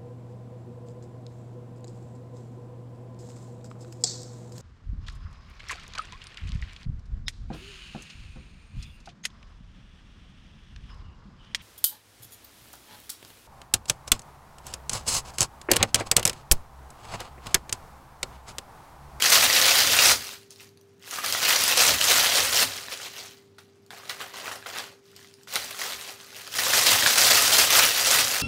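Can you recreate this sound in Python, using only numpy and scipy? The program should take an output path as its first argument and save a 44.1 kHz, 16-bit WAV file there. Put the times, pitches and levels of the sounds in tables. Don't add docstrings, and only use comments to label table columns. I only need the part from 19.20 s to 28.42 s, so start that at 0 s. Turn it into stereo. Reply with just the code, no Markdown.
import sys
import numpy as np
from scipy import signal
from scipy.fft import rfft, irfft
from scipy.io import wavfile
from scipy.ndimage import uniform_filter1d

SR = 44100
rng = np.random.default_rng(int(sys.argv[2]) if len(sys.argv) > 2 else 0)


def to_wav(s):
    ch = np.atleast_2d(s).T
    pcm = np.round(np.clip(ch, -1, 1) * 32767)
    wavfile.write(sys.argv[1], SR, pcm.astype(np.int16))


N = 406602

# t/s, crackle level/dB
FIRST_PRESS = [(0, -30), (.02, -31), (.034, -22), (.11, -21), (.155, -16), (.19, -20), (.24, -18.5),
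               (.286, -28), (.302, -21), (.45, -19), (.62, -21), (.71, -22), (.79, -20), (.84, -16.5),
               (.915, -17.5), (.96, -38), (1.09, -41), (1.138, -43), (1.2, -57)]
SETTLING = [(1.21, -57), (1.3, -68), (1.312, -50), (1.345, -64), (1.385, -56), (1.414, -47), (1.45, -55),
            (1.512, -72), (1.79, -74)]
SECOND_PRESS = [(1.81, -62), (1.9, -43), (1.92, -35), (2.03, -37), (2.045, -31), (2.2, -31), (2.242, -24),
                (2.31, -22), (2.37, -26), (2.46, -24), (2.56, -27), (2.578, -19.5), (2.712, -20),
                (2.78, -32), (2.836, -24), (2.92, -19), (3.09, -24), (3.19, -20.5), (3.3, -29),
                (3.382, -21), (3.43, -21), (3.46, -40)]
LETTING_GO = [(3.51, -37.5), (3.613, -40), (3.65, -45), (3.735, -36), (3.762, -45), (3.85, -39),
              (3.92, -48), (3.97, -41), (4.06, -46), (4.185, -62), (4.3, -74), (4.378, -76), (4.388, -50),
              (4.43, -68), (4.69, -74)]
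GRIPPING = [(4.7, -76), (4.707, -49), (4.83, -53), (4.89, -50), (4.9, -39), (4.93, -46), (4.98, -52),
            (5.012, -39), (5.05, -47), (5.13, -55), (5.145, -45), (5.17, -42), (5.3, -43), (5.35, -44),
            (5.39, -53), (5.455, -54), (5.466, -39), (5.52, -47.5), (5.58, -36), (5.65, -48), (5.8, -72)]
LIFTING = [(5.81, -72), (5.88, -60), (5.955, -62), (5.97, -52), (6.08, -60), (6.15, -66), (6.23, -62),
           (6.268, -70)]
SETTING_DOWN = [(6.275, -45), (6.32, -42), (6.35, -35), (6.362, -28), (6.38, -39), (6.46, -39), (6.54, -43),
                (6.62, -34), (6.73, -37), (6.76, -43), (6.91, -44), (6.95, -52), (7.1, -52), (7.16, -45),
                (7.3, -46)]
THIRD_PRESS = [(7.31, -46), (7.352, -32), (7.382, -34), (7.388, -25), (7.414, -30), (7.578, -19),
               (7.64, -25), (7.666, -18), (7.704, -22), (7.72, -18), (7.81, -26), (7.872, -20),
               (7.936, -25), (8.014, -18), (8.314, -22), (8.398, -18), (8.488, -26), (8.504, -20),
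               (8.588, -18), (8.768, -27), (8.942, -18), (9.078, -28), (9.13, -26), (9.2, -28)]
HANDLINGS = [FIRST_PRESS, SETTLING, SECOND_PRESS, LETTING_GO, GRIPPING, LIFTING, SETTING_DOWN, THIRD_PRESS]
FIRM_PRESS_DB = -20.5


def amp(db):
    return 10 ** (np.asarray(db) / 20)


def evened(x):
    return x / np.sqrt(np.mean(x ** 2) + 1e-20)


def read(points, hz):
    f, value = np.transpose(points)
    return np.interp(np.log(hz + 1), np.log(f + 1), value)


def coloured(points):
    spectrum = rfft(rng.standard_normal(N))
    gain = amp(read(points, np.fft.rfftfreq(N, 1 / SR)))
    return evened(irfft(spectrum * gain, N))


def drift(seconds):
    span = max(int(seconds * SR), 2)
    once = uniform_filter1d(rng.standard_normal(N), span)
    return evened(uniform_filter1d(once, span))


def ring(hz, cycles):
    turns = np.arange(int(6 * cycles * SR / hz) + 4) * hz / SR
    swell = 1 - np.exp(-turns / 0.32)
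    wave = np.sin(2 * np.pi * turns) * np.exp(-turns / cycles) * swell
    return wave / np.linalg.norm(wave)


def effort_db():
    s, db = np.vstack(HANDLINGS).T
    return np.interp(np.arange(N) / SR, s, db)


def touch(index):
    # treble tilt/dB, low crunch tilt/dB, weight on the counter/dB (relative)
    touches = [(-6.5, -4.5, -27.5), (-7, -5.5, -25), (-5.5, -3, -26.5), (-8, -2, -25), (-7, 3.5, -25),
               (-9, -5.5, -23), (-5, -1, -26), (-5, -3.5, -27)]
    starts = [handling[0][0] for handling in HANDLINGS[1:]]
    now = np.searchsorted(starts, np.arange(N) / SR)
    return uniform_filter1d(np.array(touches, float)[now, index], size=2000)


def crackle(level_db):
    # f/Hz, relative level per Hz/dB
    flake_colour = [(150, -40), (250, -23.5), (360, -34), (466, -3), (683, 0.5), (758, -1.5), (917, -2.5),
                    (1390, 0.5), (4590, -1), (15700, -5.5)]
    most_per_s, thinning = 6000, .18
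    spread_db, clump_db, surge_db, patchy_db = 3.5, 1.39, .6, 1.0
    share = .1
    cycles, lean = 3.7, .23

    busy = np.clip(amp(thinning * (level_db - FIRM_PRESS_DB)), .05, 1)
    breaks = rng.random(N) < busy * most_per_s / SR
    strength = amp(spread_db * np.minimum(rng.exponential(1, N), 4))
    clumps = amp(clump_db * drift(0.0064) + surge_db * drift(.018))
    breaks = breaks * strength * clumps / np.sqrt(busy)

    treble_db, low_db = touch(index=0), touch(index=1)
    dull, bright = drift(0.02), drift(0.014)
    out, power = np.zeros(N), 0
    for hz in np.geomspace(350, 15200, num=44):
        picked = rng.random(N) < share
        shaken = evened(breaks * picked * rng.choice([-1., 1.], N))
        octave = np.log2(hz / 3500)
        tilt_db = treble_db * np.clip(octave - .6, 0, 1) + low_db * np.clip(lean - 0.56 * octave, 0, 1.2)
        patch_db = patchy_db * (np.cos(2.16 * octave) * dull + np.sin(1.84 * octave) * bright)
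        weight = amp(read(flake_colour, hz)) * np.sqrt(hz)
        flake = ring(hz, cycles * 2 ** (0.33 * octave + rng.uniform(-.5, .5)))
        out += weight * signal.oaconvolve(shaken * amp(level_db + tilt_db + patch_db), flake)[:N]
        power += weight ** 2 * (2000 < hz < 7000)
    return out / np.sqrt(power)


def snaps():
    # t/s, peak level/dB, flake pitch f/Hz, treble level/dB (relative)
    big_breaks = [(.023,-1,3150,-10),(.049,-9,1900,-14),(.103,-2,5600,-20),(.12,-5,2470,-12),(.228,-7,2610,-15),(.3,-5,2000,-10),(.415,-4,3780,-15),(.517,-6,2700,-16),(.583,-9,4560,-6),(.673,-6,3330,-13),(.733,-3,3850,-14),(.789,0,2600,-18),(.959,-16,5030,-15),(1.044,-25,5920,-12),(1.07,-23,5700,-9),(1.091,-24,2750,-15),(1.214,-42,3990,-16),(1.232,-41,3210,-10),(1.307,-29,6650,-12),(1.327,-37,6610,-14),(1.36,-35,4290,-10),(1.383,-41,7190,-15),(1.399,-36,2670,-18),(1.491,-41,4500,-14),(1.574,-41,4360,-12),(1.613,-43,6000,-11),(1.796,-45,6650,-13),(1.825,-38,3200,-12),(1.84,-35,2040,-12),(1.847,-37,2900,-11),(1.877,-30,1660,-5),(1.911,-17,6440,-8),(1.93,-23,1280,-10),(1.986,-22,1210,-12),(2.038,-23,1280,-12),(2.044,-19,1300,-15),(2.062,-11,4530,-21),(2.082,-14,4600,-14),(2.125,-6,4970,-18),(2.149,-14,1420,-9),(2.229,-12,3230,-15),(2.235,-11,3870,-26),(2.305,-10,6080,-14),(2.328,-8,2860,-12),(2.391,-13,4310,-13),(2.438,-4,4800,-4),(2.479,-5,5370,-11),(2.524,-7,2650,-11),(2.577,-3,4380,-18),(2.603,-6,2750,-3),(2.791,-18,7000,-11),(2.813,-4,2880,-13),(3.061,-12,3000,-13),(3.177,-9,3800,-13),(3.333,-10,5300,-14),(3.373,-3,7300,-11),(3.522,-30,1630,-13),(3.577,-31,4560,-14),(3.684,-24,1800,-18),(3.722,-21,2370,-19),(3.738,-24,3050,-21),(3.8,-29,1430,-17),(4.111,-34,3020,-4),(4.172,-42,3150,-14),(4.384,-36,1430,-8),(4.664,-43,4730,-3),(4.706,-26,1550,-20),(4.732,-33,800,-17),(4.774,-37,3770,-13),(4.784,-33,4730,-6),(4.834,-38,1210,-11),(4.855,-32,3780,-14),(4.878,-36,3930,-12),(4.896,-16,4100,-14),(4.898,-19,2150,-18),(5.004,-26,1210,-12),(5.011,-26,1240,-12),(5.141,-30,1040,-13),(5.256,-35,780,-22),(5.279,-20,1190,-22),(5.314,-22,1250,-14),(5.426,-30,1650,-16),(5.461,-24,1410,-15),(5.501,-27,3230,-21),(5.539,-25,1760,-18),(5.568,-22,1610,-14),(5.586,-18,3740,-17),(5.64,-29,2950,-15),(5.856,-43,4690,-15),(5.915,-47,5470,-8),(5.931,-48,1400,-3),(5.964,-31,5060,-10),(5.992,-38,1890,-20),(6.014,-43,1800,-16),(6.046,-35,2040,-17),(6.073,-41,3760,-7),(6.112,-44,3220,-12),(6.14,-34,5100,-8),(6.186,-48,1770,-13),(6.212,-45,1650,-12),(6.234,-36,5130,-12),(6.274,-33,1440,-12),(6.284,-30.5,3800,-13),(6.304,-31,4390,-14),(6.326,-23,4350,-11),(6.339,-18,7800,-9),(6.357,-8,4060,-9),(6.362,-16,1400,-20),(6.546,-28,1380,-7),(6.616,-19,2000,-4),(6.652,-23,1480,-8),(6.702,-26,1430,-14),(6.722,-19,3670,-23),(6.734,-19,3550,-25),(6.812,-21,3920,-20),(6.838,-31,3890,-18),(6.89,-26,2360,-15),(7.01,-33,3260,-14),(7.128,-34,1460,-14),(7.147,-30,2770,-7),(7.166,-26,5800,-17),(7.276,-24,4830,-14),(7.279,-30,1350,-20),(7.322,-24,3920,-12),(7.34,-20,3300,-14),(7.352,-18,2060,-2),(7.389,-14,1400,-8),(7.436,-12,4020,-16),(7.467,-16,1100,-11),(7.535,-8,1730,-15),(7.668,-3,4950,-18),(7.825,-8,1730,-3),(7.862,-2,1700,-5),(7.986,-6,6370,-15),(8.016,-2,3800,-8),(8.327,-4,3350,-16),(8.506,-3,6130,-16),(8.534,-8,2150,-13),(8.874,-8,5030,-16)]
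    # pitch ratio, level/dB (relative)
    pieces = [(1.004, 0.0018), (0.61, -13), (1.45, -3), (2.22, -3)]
    cycles, splinter_db, slips_per_s = 2.63, -6, 2000
    full_t60_s, t60_s_per_db = .03, .02

    out, t = np.zeros(N + SR), np.arange(3500) / SR
    chance = rng.standard_normal((len(big_breaks), 3, len(t)))
    slips = rng.random((len(big_breaks), 4, len(t)))
    high = signal.butter(2, [5000, 13000], "band", fs=SR)
    for (s, peak_db, hz, treble_db), (force, hiss, uneven), slip in zip(big_breaks, chance, slips):
        dying = amp(-60 * t / np.clip(full_t60_s + t60_s_per_db * peak_db, .005, .3))
        grit = amp(2.4 * evened(uniform_filter1d(uneven, 30)))
        sound = amp(treble_db) * dying * evened(signal.lfilter(*high, hiss) * grit)
        for k, (ratio, db) in enumerate(pieces):
            pitch = hz * ratio * 2 ** (.12 * uneven[k] * (k > 0))
            wave = ring(min(pitch, 15000), cycles)
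            blows = amp(splinter_db) * dying * force * (slip[k] < slips_per_s / SR)
            blows[0] = 1
            sound += amp(db) * signal.fftconvolve(blows, wave / abs(wave).max())[:len(t)]
        out[round(s * SR):][:len(t)] += amp(peak_db) * sound / abs(sound).max()
    return out[:N]


def platter(x):
    # f/Hz, level/dB (relative), time to fall 60 dB t/s
    clay_modes = [(567, -9, 0.058), (789, -14, 0.028), (1235, -16, 0.12), (1536, -10.5, 0.075),
                  (2106, -11, 0.03)]
    t = np.arange(4000) / SR
    ringing = np.zeros(len(t))
    for hz, db, t60 in clay_modes:
        mode = amp(-60 * t / t60) * np.sin(2 * np.pi * hz * t)
        ringing += amp(db) * mode / np.linalg.norm(mode) / 20
    return signal.oaconvolve(x, ringing)[:N]


def kitchen(x, count=8):
    # f/Hz, time to fall 60 dB t/s
    echo_times = [(300, 0.2), (1500, 0.19), (5000, 0.19), (14000, 0.22)]
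    spot = (rng.random(N // 220 + 1) * count).astype(int).repeat(220)[:N]
    at, wet = np.arange(120, SR // 2, 20), np.zeros(N)
    for k in range(count):
        taps = np.zeros(SR // 2 + 20)
        taps[at + rng.integers(0, 20, len(at))] = rng.choice([-1., 1.], len(at))
        hz, t, bands = signal.stft(taps, SR, nperseg=256)
        dying = amp(-60 * t / read(echo_times, hz)[:, None])
        tail = signal.istft(bands * dying, SR, nperseg=256)[1]
        wet += signal.oaconvolve(x * (spot == k), tail / np.linalg.norm(tail))[:N]
    return wet


def rumble(level_db):
    # f/Hz, relative level per Hz/dB
    counter_colour = [(30, -11), (50, -17), (65, 2), (82, -7), (104, 6.5), (125, -5), (200, -9),
                      (245, -1.5), (290, -1.5), (370, -24), (500, -36.5)]
    push_per_db, lag_s = 0.87, 0.067
    lurch_db, lurch_s = 3.5, .04
    press_db = push_per_db * (level_db - FIRM_PRESS_DB)
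    push = amp(touch(index=2) + press_db - 20 + lurch_db * drift(lurch_s))
    keep = np.exp(-1 / (lag_s * SR + 1))
    return signal.lfilter([1 - keep], [1, -keep], push) * coloured(counter_colour)


def room_tone():
    # f/Hz, relative level per Hz/dB
    air_colour = [(30, -29), (70, -24.5), (100, -1.5), (125, -7.5), (250, -7), (500, -17.5), (1500, -25),
                  (6000, -35.5), (15500, -52.5)]
    # f/Hz, rms level/dB
    hum_tones = [(396.4, -59.5), (99.6, -71.5), (450, -75)]
    air_db = -61.5
    t = np.arange(N) / SR
    tones = np.zeros(N)
    for hz, db in hum_tones:
        loudness = np.sqrt(2) * amp(db + .8 * drift(.1))
        tones += loudness * np.sin(2 * np.pi * (hz * t + rng.random()))
    return tones + amp(air_db) * coloured(air_colour)


def scene():
    level_db = effort_db()
    dough = crackle(level_db) + snaps()
    dough = dough + platter(dough)
    echoes = amp(-5.5) * kitchen(dough)
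    return np.tile(dough + echoes + rumble(level_db) + room_tone(), (2, 1))


def record(dry):
    edge_hz = 15760
    bass_cut = signal.butter(5, 54, "high", fs=SR, output="sos")
    thin = signal.sosfilt(bass_cut, dry)
    rounded = .85 * np.tanh(thin / .85)
    treble_cut = signal.firwin(801, edge_hz, window=("kaiser", 9), fs=SR)
    return signal.oaconvolve(rounded, treble_cut[None], "same")


dry = scene()
out = record(dry)
to_wav(out)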